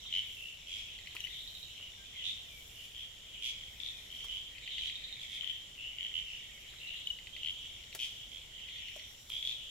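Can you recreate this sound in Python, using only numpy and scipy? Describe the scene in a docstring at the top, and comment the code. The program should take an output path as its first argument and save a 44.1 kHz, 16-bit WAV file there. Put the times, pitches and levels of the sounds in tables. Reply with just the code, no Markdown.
"""Night frogs round a fish pond

Close to the stereo microphone, tree frogs rattle in quickening pulse trains and give single pips; a lower-
voiced frog ticks and a higher one buzzes. Across the water more frogs call, and a far chorus swells and ebbs.
Each frog pulse is a decaying tone; filtered noise tails stand for the echo of banks and trees. Insects and
overtones of the frogs make narrow bands of shrill noise, the water plips with ringing air, thin whistles glide
high above, and a low rumble with soft hiss lies under everything."""
import sys
import numpy as np
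from scipy import signal
from scipy.fft import rfft, irfft, next_fast_len
from scipy.io import wavfile
from scipy.ndimage import uniform_filter1d, map_coordinates

SR = 44100
rng = np.random.default_rng(int(sys.argv[2]) if len(sys.argv) > 2 else 0)


def unload_audio(sound):
    """Save the sound as a 16-bit wav file, at the path given as the first command line argument."""
    columns = np.transpose(np.atleast_2d(sound))
    # keep every value between -1 and 1, then stretch to whole-number steps
    steps = np.round(np.clip(columns, -1, 1) * 32767)
    wavfile.write(sys.argv[1], SR, steps.astype(np.int16))


N = 427769

# rumble and hiss of the night air, spectrum shape: f/Hz, relative density/dB
AIR_SPECTRUM = [(20, -6.5), (46, 1), (70, -4.5), (95, -5), (200, -15), (300, -18.5), (600, -19),
                (1100, -23.5), (2500, -22), (5000, -20.5), (9000, -27.5), (12000, -32.5), (16000, -37)]
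# how alike the night air is at left and right: f/Hz, correlation/1
AIR_LIKENESS = [(30, 0.88), (120, 0.98), (250, 0.78), (500, 0.75), (1000, 0), (8000, 0.087)]
# swells of the treble hiss: start t/s, end t/s, level/dB
HISS_SWELLS = [(.28, .42, -65.5), (1.2, 1.6, -67.5), (2.52, 2.85, -64.5), (3.7, 4.3, -75), (5.22, 5.4, -76),
               (6.5, 7.05, -74.5), (8.0, 8.12, -68), (8.92, 9.5, -70.5)]
# lower shrill band near 5.7 kHz, partly overtones of the frogs, coming and going: t/s, level before a fixed
# lift/dB
SHRILL_LEVELS = [(0.0, -65), (0.35, -70), (2.67, -69), (3.02, -75), (4.27, -66.5), (4.51, -76), (6.43, -70),
                 (7.27, -76.5), (8.02, -66), (8.56, -75), (8.99, -63.5), (9.7, -75)]
# faint thin whistles high above the frogs, one list each: t/s, f of the strong partial/Hz
WHISTLE_PATHS = [
    [(1.3, 13300), (1.42, 13100), (1.5, 13700), (1.65, 13200), (1.78, 11800)],
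    [(3.68, 11000), (3.77, 14100), (3.88, 12400), (4.08, 11400), (4.15, 11800), (4.26, 10300)],
    [(6.5, 12400), (6.72, 12200), (6.92, 10600)],
    [(9.05, 12800), (9.28, 12200), (9.46, 10600)],
]
# mean strength of the strong partial, one value per whistle: level/dB
WHISTLE_LEVELS = [-76, -73, -79, -73]
# plips and splashes on the pond: t/s, level/dB, starting f of the trapped air/Hz, relative spray level/dB
PLIPS = [(0.053, -58, 1130, -18), (1.150, -47, 1080, -0.5), (1.799, -56, 1210, -15),
         (4.243, -52.5, 1070, 2), (5.432, -58, 1190, -13), (6.736, -52, 1500, -21), (7.949, -45, 620, 6),
         (7.951, -48, 1760, -9), (8.962, -45.5, 590, -7), (9.296, -67.5, 1490, 18)]
# most distant chorus: t/s, level/dB
BED_LEVELS = [(0, -58.5), (.25, -55.5), (1.7, -54), (3.15, -55.5), (4.5, -55.5), (5.7, -54.5), (7.8, -55.5),
              (9.05, -53.5), (9.25, -61.5), (9.4, -56), (9.7, -58)]
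# far low-voiced frogs clattering together: start t/s, end t/s, level/dB
CLATTER_BOUTS = [(.12, .28, -57.5), (.65, 1.35, -58), (1.72, 1.87, -66), (2.12, 2.3, -59),
                 (3.33, 4.3, -62.5), (4.55, 5.5, -56), (5.97, 6.08, -57.5), (6.35, 7.0, -60),
                 (7.65, 7.85, -65), (8.7, 9.0, -57.5)]
# soft gliding calls from far off: t/s, length/s, first f/Hz, last f/Hz, level before the echo/dB
GLIDES = [(1.97, 0.04, 1625, 1566, -61), (2.117, 0.1, 2190, 1945, -55), (2.451, 0.16, 2446, 2196, -56),
          (3.66, 0.095, 2260, 2080, -63), (3.876, 0.13, 2620, 2325, -59), (6.44, 0.15, 2230, 2186, -61)]
# calls from across the pond, blurred by the banks: t/s, middle f/Hz, level before direct and echo gains/dB
FAR_CALLS = [(.02, 3200, -44), (.21, 3210, -44), (0.839, 3140, -44.5), (1.1, 3000, -48), (1.28, 3420, -41),
             (1.46, 3380, -55), (1.68, 3120, -47.5), (2.04, 3300, -48), (2.16, 3120, -38.5),
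             (2.37, 3130, -54), (3.22, 3200, -49), (3.331, 2970, -42.5), (3.89, 3630, -52),
             (4.38, 3180, -48), (4.66, 3100, -40.5), (5.04, 3250, -57), (5.459, 3000, -46),
             (6.35, 3350, -47.5), (6.591, 3080, -51), (6.9, 3240, -42.5), (7.33, 3180, -42.5),
             (7.54, 3210, -42.5), (7.66, 3170, -45.5), (8.12, 3180, -45), (8.53, 3100, -43.5),
             (8.68, 3330, -41.5), (8.79, 2950, -43.5), (8.93, 3270, -46.5), (9.57, 3060, -45)]
# high-voiced frog: first t/s, last t/s, buzzes/1, level the run grows towards/dB
BUZZ_RUNS = [(0, 0.127, 3, -35), (.92, 1.209, 4, -42), (1.332, 1.629, 5, -34.5), (4.636, 5.126, 7, -32),
             (6.701, 7.058, 5, -39), (7.27, 7.366, 2, -42), (7.836, 7.931, 2, -42)]
# low-voiced frog: first t/s, last t/s, ticks/1, level the run grows towards/dB
TICK_RUNS = [(.987, 1.270, 4, -38), (4.582, 4.897, 4, -35.5), (7.187, 7.467, 4, -37.5),
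             (7.837, 7.927, 2, -42), (8.599, 8.995, 5, -42)]
# resonances of one tick: f/Hz, mean relative level/dB, length/s
TICK_MODES = [(2080, -6, 0.0043), (2530, 5.5, 0.0011), (2840, -6, 0.0048), (4270, -9.5, 0.0043),
              (4480, -12.5, 0.0044)]
# single pips: t/s, f/Hz, length/s, level/dB, relative upper overtone level/dB, left-right/dB
PIPS = [(1.204, 2900, 0.0026, -30.5, -15.5, 5), (1.239, 2810, 0.0046, -31, -24, 3),
        (1.247, 2960, 0.0063, -30, -26, 16), (5.496, 3060, 0.0038, -27, -36, 21),
        (7.071, 3000, .004, -25, -28, 5.5), (7.102, 2917, .011, -27.5, -32, 8),
        (9.522, 3370, 0.0016, -32, -23, 4)]
# near rattles: t/s, first to last pulse/s, pulses/1, middle f/Hz, level at the crest/dB,
# relative echo level/dB, left-right/dB, relative rasp level/dB
RATTLES = [ (0.125, 0.066, 7, 3020, -24.5, -4.5, 4, -22), (0.368, 0.13, 9, 2816, -38.5, -1, -7.5, -19),
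           (.671, 0.13, 14, 3260, -37, 2.5, -5.5, -15), (1.778, 0.097, 8, 2940, -43.5, 2, -1, -27),
           (2.242, 0.061, 7, 3510, -27.5, -2, -7.5, -22), (2.756, 0.084, 6, 2950, -43, 2.5, -5, -13),
           (2.947, 0.084, 7, 3230, -38, 2.5, 5, -20), (3.424, 0.071, 10, 3270, -29, -2, -6, -15),
           (3.581, .1, 5, 3180, -38.5, -5, -4, -26), (3.801, 0.085, 4, 3456, -28, -1, 13, -22.5),
           (4.102, 0.14, 8, 3140, -38.5, 3, 4, -17.5), (4.283, 0.087, 8, 3110, -34, 2, -5.5, -21),
           (4.706, 0.049, 3, 3430, -38, 8.5, -11, -23), (4.782, 0.095, 5, 3210, -29.5, 0, -3, -18.5),
           (5.196, .035, 3, 3320, -36, 4, -6, -16), (5.297, 0.068, 8, 3380, -34, 1, -0.5, -17.5),
           (5.409, 0.091, 4, 3130, -26, -2, 12, -28), (5.778, .111, 8, 2860, -38, 3.5, -2, -43),
           (5.984, .081, 5, 3040, -27.5, -2, 7, -32), (6.14, .058, 6, 3003, -27, -3, -6, -28),
           (6.264, 0.11, 8, 2810, -37.5, -2.5, -4, -16), (6.80, 0.14, 11, 2820, -40.5, 4, -3, -31),
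           (7.432, .073, 7, 3060, -27, -6, 5, -25), (7.991, 0.059, 9, 3170, -29.5, -2.5, 4, -13.5),
           (8.317, .065, 6, 3280, -38, -3.5, -5, -21), (9.301, 0.078, 6, 3305, -29.5, 0.5, -3.5, -22),
           (9.426, .085, 5, 3424, -24, -2, 5, -21)]
# noisy edge of a rattle pulse, spectrum shape: f/Hz, relative density/dB
RASP_SPECTRUM = [(1200, -14), (1900, -12), (2400, 8.5), (4000, -2.5), (6000, 1.5), (8000, -7.5),
                 (11500, -9.5), (15000, -25)]
# decay of the echo off banks and trees: f/Hz, t60/s
BANK_DECAY = [(500, 0.26), (3000, 0.78), (6000, 0.7), (14000, 0.059)]
# the two microphone ports: f/Hz, left-right/dB
MIC_PORTS = [(500, 0), (1200, 0.5), (2500, 4), (3200, -1), (4500, 2), (7000, -7.5), (9500, -1), (12500, 11),
             (16000, 4.5)]

TOP_HZ = 15800  # band limit of the microphone
FAR_CALL_S = .11  # first to last pulse of a far call, before jitter
QUICKEN = .22  # gaps shrink from 1 + this to 1 - this times their mean
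RISE_HZ = 90  # rise in pitch through a rattle, before each pulse's own detuning
SWELL_DB, CREST = 8.5, 0.46  # dB lost per squared fraction of the call away from the crest; place of the crest
BANK_DELAY_S = .006  # extra wait before the banks answer a rattle
TYPICAL_HZ, SHORTEN = 2975, 2.5  # higher frogs have shorter pulses, by this power of the pitch


def amp(db):
    """Decibels to gain."""
    return 10 ** (np.asarray(db) / 20)


def unit(x):
    """x at rms 1."""
    return x / np.sqrt(np.mean(x ** 2) + 1e-20)


def along(points, hz):
    """(f/Hz, value) points read on a log frequency axis."""
    f, v = np.transpose(points)
    return np.interp(np.log(hz + 1), np.log(f + 1), v)


def curves(rows):
    """One value per sample for each column after the time."""
    s, *cols = np.transpose(rows)
    return [np.interp(np.arange(N) / SR, s, c) for c in cols]


def wobble(rate):
    """A smooth random curve, rate knots a second."""
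    knots = rng.standard_normal(int(N * rate / SR) + 4)
    return map_coordinates(knots, [np.arange(N) * rate / SR])


def filtered(x, response):
    """x times a response of frequency."""
    n = x.shape[-1]
    m = next_fast_len(n + 2048)
    spectrum = rfft(x, m) * response(np.fft.rfftfreq(m, 1 / SR))
    return irfft(spectrum, m)[..., :n]


def add(track, s, sound):
    """Mix a sound into a track at time s."""
    start = max(round(s * SR), 0)
    part = track[..., start:start + sound.shape[-1]]
    part += sound[..., :part.shape[-1]]


def beats(length, count, quicken):
    """Times of a train of pulses whose gaps shrink steadily (or grow, if quicken is negative)."""
    u = np.linspace(0, 1, round(count))
    return length * (u + quicken * u * (1 - u))


def runs(rows, slowing, timid_db):
    """(t/s, level/dB) of every note in runs that start softly, gain strength and slow down."""
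    notes = []
    for first, last, count, db in rows:
        for k, s in enumerate(beats(last - first, count, -slowing)):
            notes.append((first + s, db - timid_db / (1 + k) ** 2))
    return notes


def bouts(rows, floor_db, attack_s, release_s):
    """Gain that rises into each (start, end, level/dB) bout, holds, and falls back to a floor."""
    t = np.arange(N) / SR
    power = amp(floor_db) ** 2
    for start, end, db in rows:
        rise = np.minimum(t - start, 0) / attack_s
        fall = np.maximum(t - end, 0) / release_s
        power = power + (amp(db) * np.exp(rise - fall)) ** 2
    return np.sqrt(power)


def panned(x, pan_db):
    """A mono sound leaning left (positive) or right at constant power; the louder side hears it earlier."""
    side = np.array([[.5], [-.5]])
    lead_s = .000012 * np.clip(pan_db, -7, 7)
    shifted = filtered(x, lambda hz: np.exp(2j * np.pi * hz * side * lead_s))
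    return unit(amp(side * pan_db)) * shifted


def scatter(x, early_db=2, early_s=0.02):
    """Stereo echo of equal energy: stones close by answer at once, banks and trees die away slowly."""
    hz, t, z = signal.stft(rng.standard_normal((2, SR * 3 // 5)), SR, nperseg=256)
    early = 1 + amp(early_db) * np.exp(-t / early_s)
    decay = early * amp(-60 * t / along(BANK_DECAY, hz)[:, None])
    tail = signal.istft(z * decay, SR, nperseg=256)[1]
    tail = np.pad(tail, ((0, 0), (SR // 400, 0)))  # 2.5 ms of path
    return signal.fftconvolve(np.atleast_2d(x), tail / np.linalg.norm(tail[0]), axes=1)


def pulse(hz, length, sag=0.17, sag_s=0.00023, octave_db=-35):
    """One snap of the larynx ringing the vocal sac: it starts sharp and settles on its pitch."""
    t = np.maximum(np.arange(SR // 40) - SR // 4000, 0) / SR
    phase = 2 * np.pi * hz * (t + sag * sag_s * (1 - np.exp(-t / sag_s)))
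    shape = (1 - np.exp(-t / .0005)) * np.exp(-(t / length) ** 2)
    tone = np.sin(phase) + amp(octave_db) * np.sin(2 * phase)
    return shape / shape.max() * tone


def rasp(length):
    """The broad, noisy edge of a pulse, dying away exponentially."""
    t = np.arange(SR // 40) / SR
    noise = filtered(rng.standard_normal(len(t)), lambda hz: amp(along(RASP_SPECTRUM, hz)))
    return unit(noise) * np.exp(-t / length)


def radiated(x, low_hz=1880, high_hz=4300, treble_db=-4):
    """Small vocal sacs radiate almost nothing in the bass, and less above their resonance."""
    x = signal.sosfilt(signal.butter(12, low_hz, "high", fs=SR, output="sos"), x)
    return filtered(x, lambda hz: amp(treble_db / (1 + (high_hz / (hz + 1)) ** 10)))


def night_air(level_db=-59):
    """A far rumble, nearly alike at left and right, under a soft wide hiss."""
    def mid_side_response(hz):
        turn = np.arccos(np.clip(along(AIR_LIKENESS, hz), -1, 1)) / 2
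        return amp(along(AIR_SPECTRUM, hz)) * [np.cos(turn), np.sin(turn)]

    mid, side = filtered(rng.standard_normal((2, N)), mid_side_response)
    drift_db = .4 * wobble(3)
    return amp(level_db + drift_db) * unit(np.array([mid + side, mid - side]))


def high_hiss(skirt_db=-14):
    """A faint, grainy treble hiss round 11.5 kHz on a weak wide skirt: noise flickering in level."""
    def response(hz):
        return 1 / (1 + ((hz - 11500) / 4000) ** 4) + amp(skirt_db) * hz / (hz + 500)

    grains = rng.standard_normal((2, N)) * amp(2.2 * wobble(220))
    swell = bouts(HISS_SWELLS, floor_db=-74, attack_s=0.089, release_s=0.11)
    return swell * unit(filtered(grains, response))


def shrill_band(centre_hz, width_hz):
    """Shrilling merged into a narrow band of stereo noise, rms 1."""
    noise = rng.standard_normal((2, N))
    return unit(filtered(noise, lambda hz: 1 / (1 + ((hz - centre_hz) / width_hz) ** 4)))


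def shrill_bands(lift_db=2, steady_db=-67.0):
    """Two trembling bands of shrill sound: the lower, near 5.7 kHz and partly overtones of the frogs, comes and
    goes; the upper, of distant insects, is steadier."""
    level_db, = curves(SHRILL_LEVELS)
    lower = amp(level_db + lift_db + 1.6 * wobble(35)) * shrill_band(5680, 220)
    upper = amp(steady_db + 0.52 * wobble(7.9) + 1.3 * wobble(30)) * shrill_band(7150, 430)
    return lower + upper


def whistles(side_db=-4):
    """Thin, wavering squeaks at the top of hearing: a strong partial among weaker, evenly spaced neighbours."""
    out, t = np.zeros(N), np.arange(N) / SR
    for path, db in zip(WHISTLE_PATHS, WHISTLE_LEVELS):
        hz = curves(path)[0] * (1 + 0.0029 * wobble(40))
        phase = 2 * np.pi * np.cumsum(hz) / SR
        start, end = path[0][0], path[-1][0]
        swell = np.interp(t, [start, start + 0.052, end - .08, end], [0, 1, 1, 0])
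        for k in range(-3, 2):
            level_db = db + side_db * abs(k) + 3.6 * wobble(25)
            out += swell * amp(level_db) * np.sin((1 + k / 8) * phase)
    return panned(out, pan_db=-1)


def water(ring_s=0.0021, spray_s=0.0097, push_db=-13, spray_hz=13000, wet_db=-10):
    """A pocket of air rings with rising pitch, with a slap round its pitch, a dull push and a burst of spray."""
    def noise_band(centre_hz, width):  # width in natural log of frequency
        noise = rng.standard_normal(len(t))
        return unit(filtered(noise, lambda f: 1 / (1 + (np.log((f + 1) / centre_hz) / width) ** 4)))

    out, t = np.zeros((2, N)), np.arange(SR // 8) / SR
    for s, db, hz, spray_db in PLIPS:
        bubble = np.sin(2 * np.pi * hz * t * (1 + 8 * t)) * np.exp(-t / ring_s)
        slap = noise_band(hz, .25)
        push = amp(push_db) * noise_band(420, .5)
        spray = filtered(rng.standard_normal(len(t)), lambda f: f / (f + 2000) / (1 + (f / spray_hz) ** 2))
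        burst = (0.4 * slap + push + amp(spray_db) * unit(spray)) * np.exp(-t / spray_s)
        plip = amp(db) * (0.7 * bubble + burst)
        add(out, s, panned(plip, pan_db=2.5))
        add(out, s, amp(wet_db) * scatter(plip))
    return out


def choir(pitch_hz, spread, pulse_rate, pulse_s, direct_db, count):
    """Many far frogs calling at random round one pitch, blended with their echo to a steady rms of 1."""
    dry = np.zeros((2, N))
    for i, (when, tune, pace, size, side) in enumerate(rng.uniform(-1, 1, (count, 5))):
        s = (i + when) / count * N / SR
        gain = amp(7.8 * size + side * np.array([[4], [-4]]))
        gap_s = np.exp(.25 * pace) / pulse_rate
        for k in range(-2, 3):
            at = (s + k * (1 - .04 * k) * gap_s) % (N / SR)  # the gaps shorten through each call
            hz = pitch_hz * np.exp(spread * (tune + rng.uniform(-1.12, 1) / 2))
            add(dry, at, gain * pulse(hz, pulse_s, octave_db=-17.5))
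    lead = SR // 2  # the chorus is already ringing
    ringing = np.pad(dry, ((0, 0), (lead, 0)), mode="reflect")
    echo = scatter(ringing, early_db=-4.5, early_s=0.014)[:, lead:lead + N]
    blend = amp(direct_db) * dry + echo
    power = uniform_filter1d(np.mean(blend ** 2, 0), size=SR // 12)
    return blend / np.sqrt(np.abs(power) + 1e-12)


def far_chorus(join_db=-21, low_bed_db=-9):
    """Many frogs keep up a bed of sound; low voices clatter in bouts, high ones join the buzzing frog."""
    bed_db, = curves(BED_LEVELS)
    clatter = bouts(CLATTER_BOUTS, floor_db=bed_db + low_bed_db, attack_s=.05, release_s=0.066)
    join_rows = [(first, last, db + join_db) for first, last, _, db in BUZZ_RUNS]
    joining = bouts(join_rows, floor_db=-66, attack_s=.04, release_s=0.2)
    low = choir(pitch_hz=2225, spread=0.22, pulse_rate=12, pulse_s=0.0024, direct_db=-1.5, count=260)
    high = choir(pitch_hz=3780, spread=.06, pulse_rate=90, pulse_s=.0024, direct_db=-1, count=260)
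    farthest = choir(pitch_hz=3180, spread=0.075, pulse_rate=70, pulse_s=0.0023, direct_db=-1, count=300)
    return clatter * low + joining * high + amp(bed_db) * farthest


def far_glides():
    """Soft, slightly quavering tones that arrive only by way of the banks."""
    out = np.zeros((2, N))
    for s, length, first_hz, last_hz, db in GLIDES:
        u = np.linspace(0, 1, round(length * SR))
        hz = first_hz + (last_hz - first_hz) * u + 12 * wobble(117)[:len(u)]
        swell = np.sqrt(u * (1 - u)) * 2
        tone = swell * np.sin(2 * np.pi * np.cumsum(hz) / SR)
        add(out, s, amp(db) * scatter(tone))
    return out


def far_calls(pulse_s=0.0019, spread=0.07, echo_db=5.5, direct_db=-0.5, count=9):
    """Rattles from across the pond, more echo than direct sound."""
    out = np.zeros((2, N))
    for start, hz, db in FAR_CALLS:
        call = np.zeros(round(FAR_CALL_S * SR) + SR // 20)
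        for s, (late, tune) in zip(beats(FAR_CALL_S, count, QUICKEN), rng.uniform(-1, 1, (count, 2))):
            voice = pulse(hz * (1 + spread * tune), pulse_s, octave_db=-20.5)
            add(call, s + .002 * late, amp(db) * voice)
        add(out, start, amp(direct_db) * panned(call, pan_db=rng.uniform(-11, 7.4)))
        add(out, start, amp(echo_db) * scatter(call))
    return out


def buzzing_frog(pitch_hz=3780, gap_s=0.0085, fade_db=7.5, wet_db=-1):
    """Each short buzz is four fast pulses, each weaker than the last."""
    out = np.zeros((2, N))
    for s, db in runs(BUZZ_RUNS, slowing=.07, timid_db=11.5):
        buzz = np.zeros(SR // 15)
        for k in range(4):
            voice = pulse(pitch_hz * (1 + 0.018 * rng.normal()), length=0.0026)
            add(buzz, k * gap_s * (1 + 0.066 * rng.normal()), amp(db - fade_db * k) * voice)
        add(out, s, panned(buzz, pan_db=-9.5))
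        add(out, s, amp(wet_db) * scatter(buzz))
    return out


def ticking_frog(wet_db=-8):
    """Short runs of dry ticks, each ringing the same few resonances in slightly different balance."""
    out = np.zeros((2, N))
    for s, db in runs(TICK_RUNS, slowing=0.16, timid_db=5.5):
        tick = np.zeros(SR // 40)
        for hz, level_db, length in TICK_MODES:
            tick += amp(db + level_db + rng.normal(0, 2.1)) * pulse(hz, length, sag=0.044, sag_s=0.0011)
        add(out, s, panned(tick, pan_db=3.5))
        add(out, s, amp(wet_db) * scatter(tick))
    return out


def pips(wet_db=-11, octave_lead_db=10):
    """Single pulses of a tree frog: a settling tone, a stronger octave and thin upper overtones."""
    out = np.zeros((2, N))
    for s, hz, length, db, overtone_db, pan_db in PIPS:
        octave_db = overtone_db + octave_lead_db
        pip = amp(db) * pulse(hz, length, sag=0.067, sag_s=0.0014, octave_db=octave_db)
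        for k in (3, 4):
            pip += amp(db + overtone_db) * pulse(k * hz, length, sag=.02, octave_db=-120)
        add(out, s, panned(pip, pan_db))
        add(out, s, amp(wet_db) * scatter(pip))
    return out


def tree_frogs(pulse_s=0.0031, low_mode=0.767, low_db=-15):
    """Each near rattle quickens, swells and rises a little in pitch; the banks answer it."""
    out = np.zeros((2, N))
    for start, length, pulses, hz, db, echo_db, pan_db, rasp_db in RATTLES:
        call = np.zeros(round(length * SR) + SR // 30)
        typical_s = pulse_s * (TYPICAL_HZ / hz) ** SHORTEN
        for s, u in zip(beats(length, pulses, QUICKEN), np.linspace(0, 1, round(pulses))):
            size, tune, width, low = rng.uniform(-1.3, 1.3, 4)  # no two pulses are quite alike
            pitch = (hz + RISE_HZ * (u - .5)) * (1 + 0.015 * tune)
            voice = pulse(pitch, typical_s * np.exp(0.23 * width))
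            voice += amp(low_db + 2 * low) * pulse(pitch * low_mode, pulse_s / 2)  # the body rings below the sac
            voice += amp(rasp_db) * rasp(length=0.0093)
            effort_db = db + 0.54 * size - SWELL_DB * (u - CREST) ** 2
            add(call, s, amp(effort_db) * voice)
        add(out, start, panned(call, pan_db))
        add(out, start + BANK_DELAY_S, amp(echo_db) * scatter(call))
    return out


def scene():
    """The pond at night, from the air around it to the frogs close by."""
    background = night_air() + high_hiss() + shrill_bands() + whistles() + water() + far_glides()
    far_frogs = far_chorus() + far_calls()
    near_frogs = buzzing_frog() + ticking_frog() + pips() + tree_frogs()
    return background + radiated(far_frogs + near_frogs)


def record(dry):
    """The two microphone ports colour the sound differently; nothing passes above the band limit."""
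    def response(hz):
        return amp(np.outer([.5, -.5], along(MIC_PORTS, hz))) * (hz < TOP_HZ)

    return filtered(dry, response)


dry = scene()
out = record(dry)
unload_audio(out)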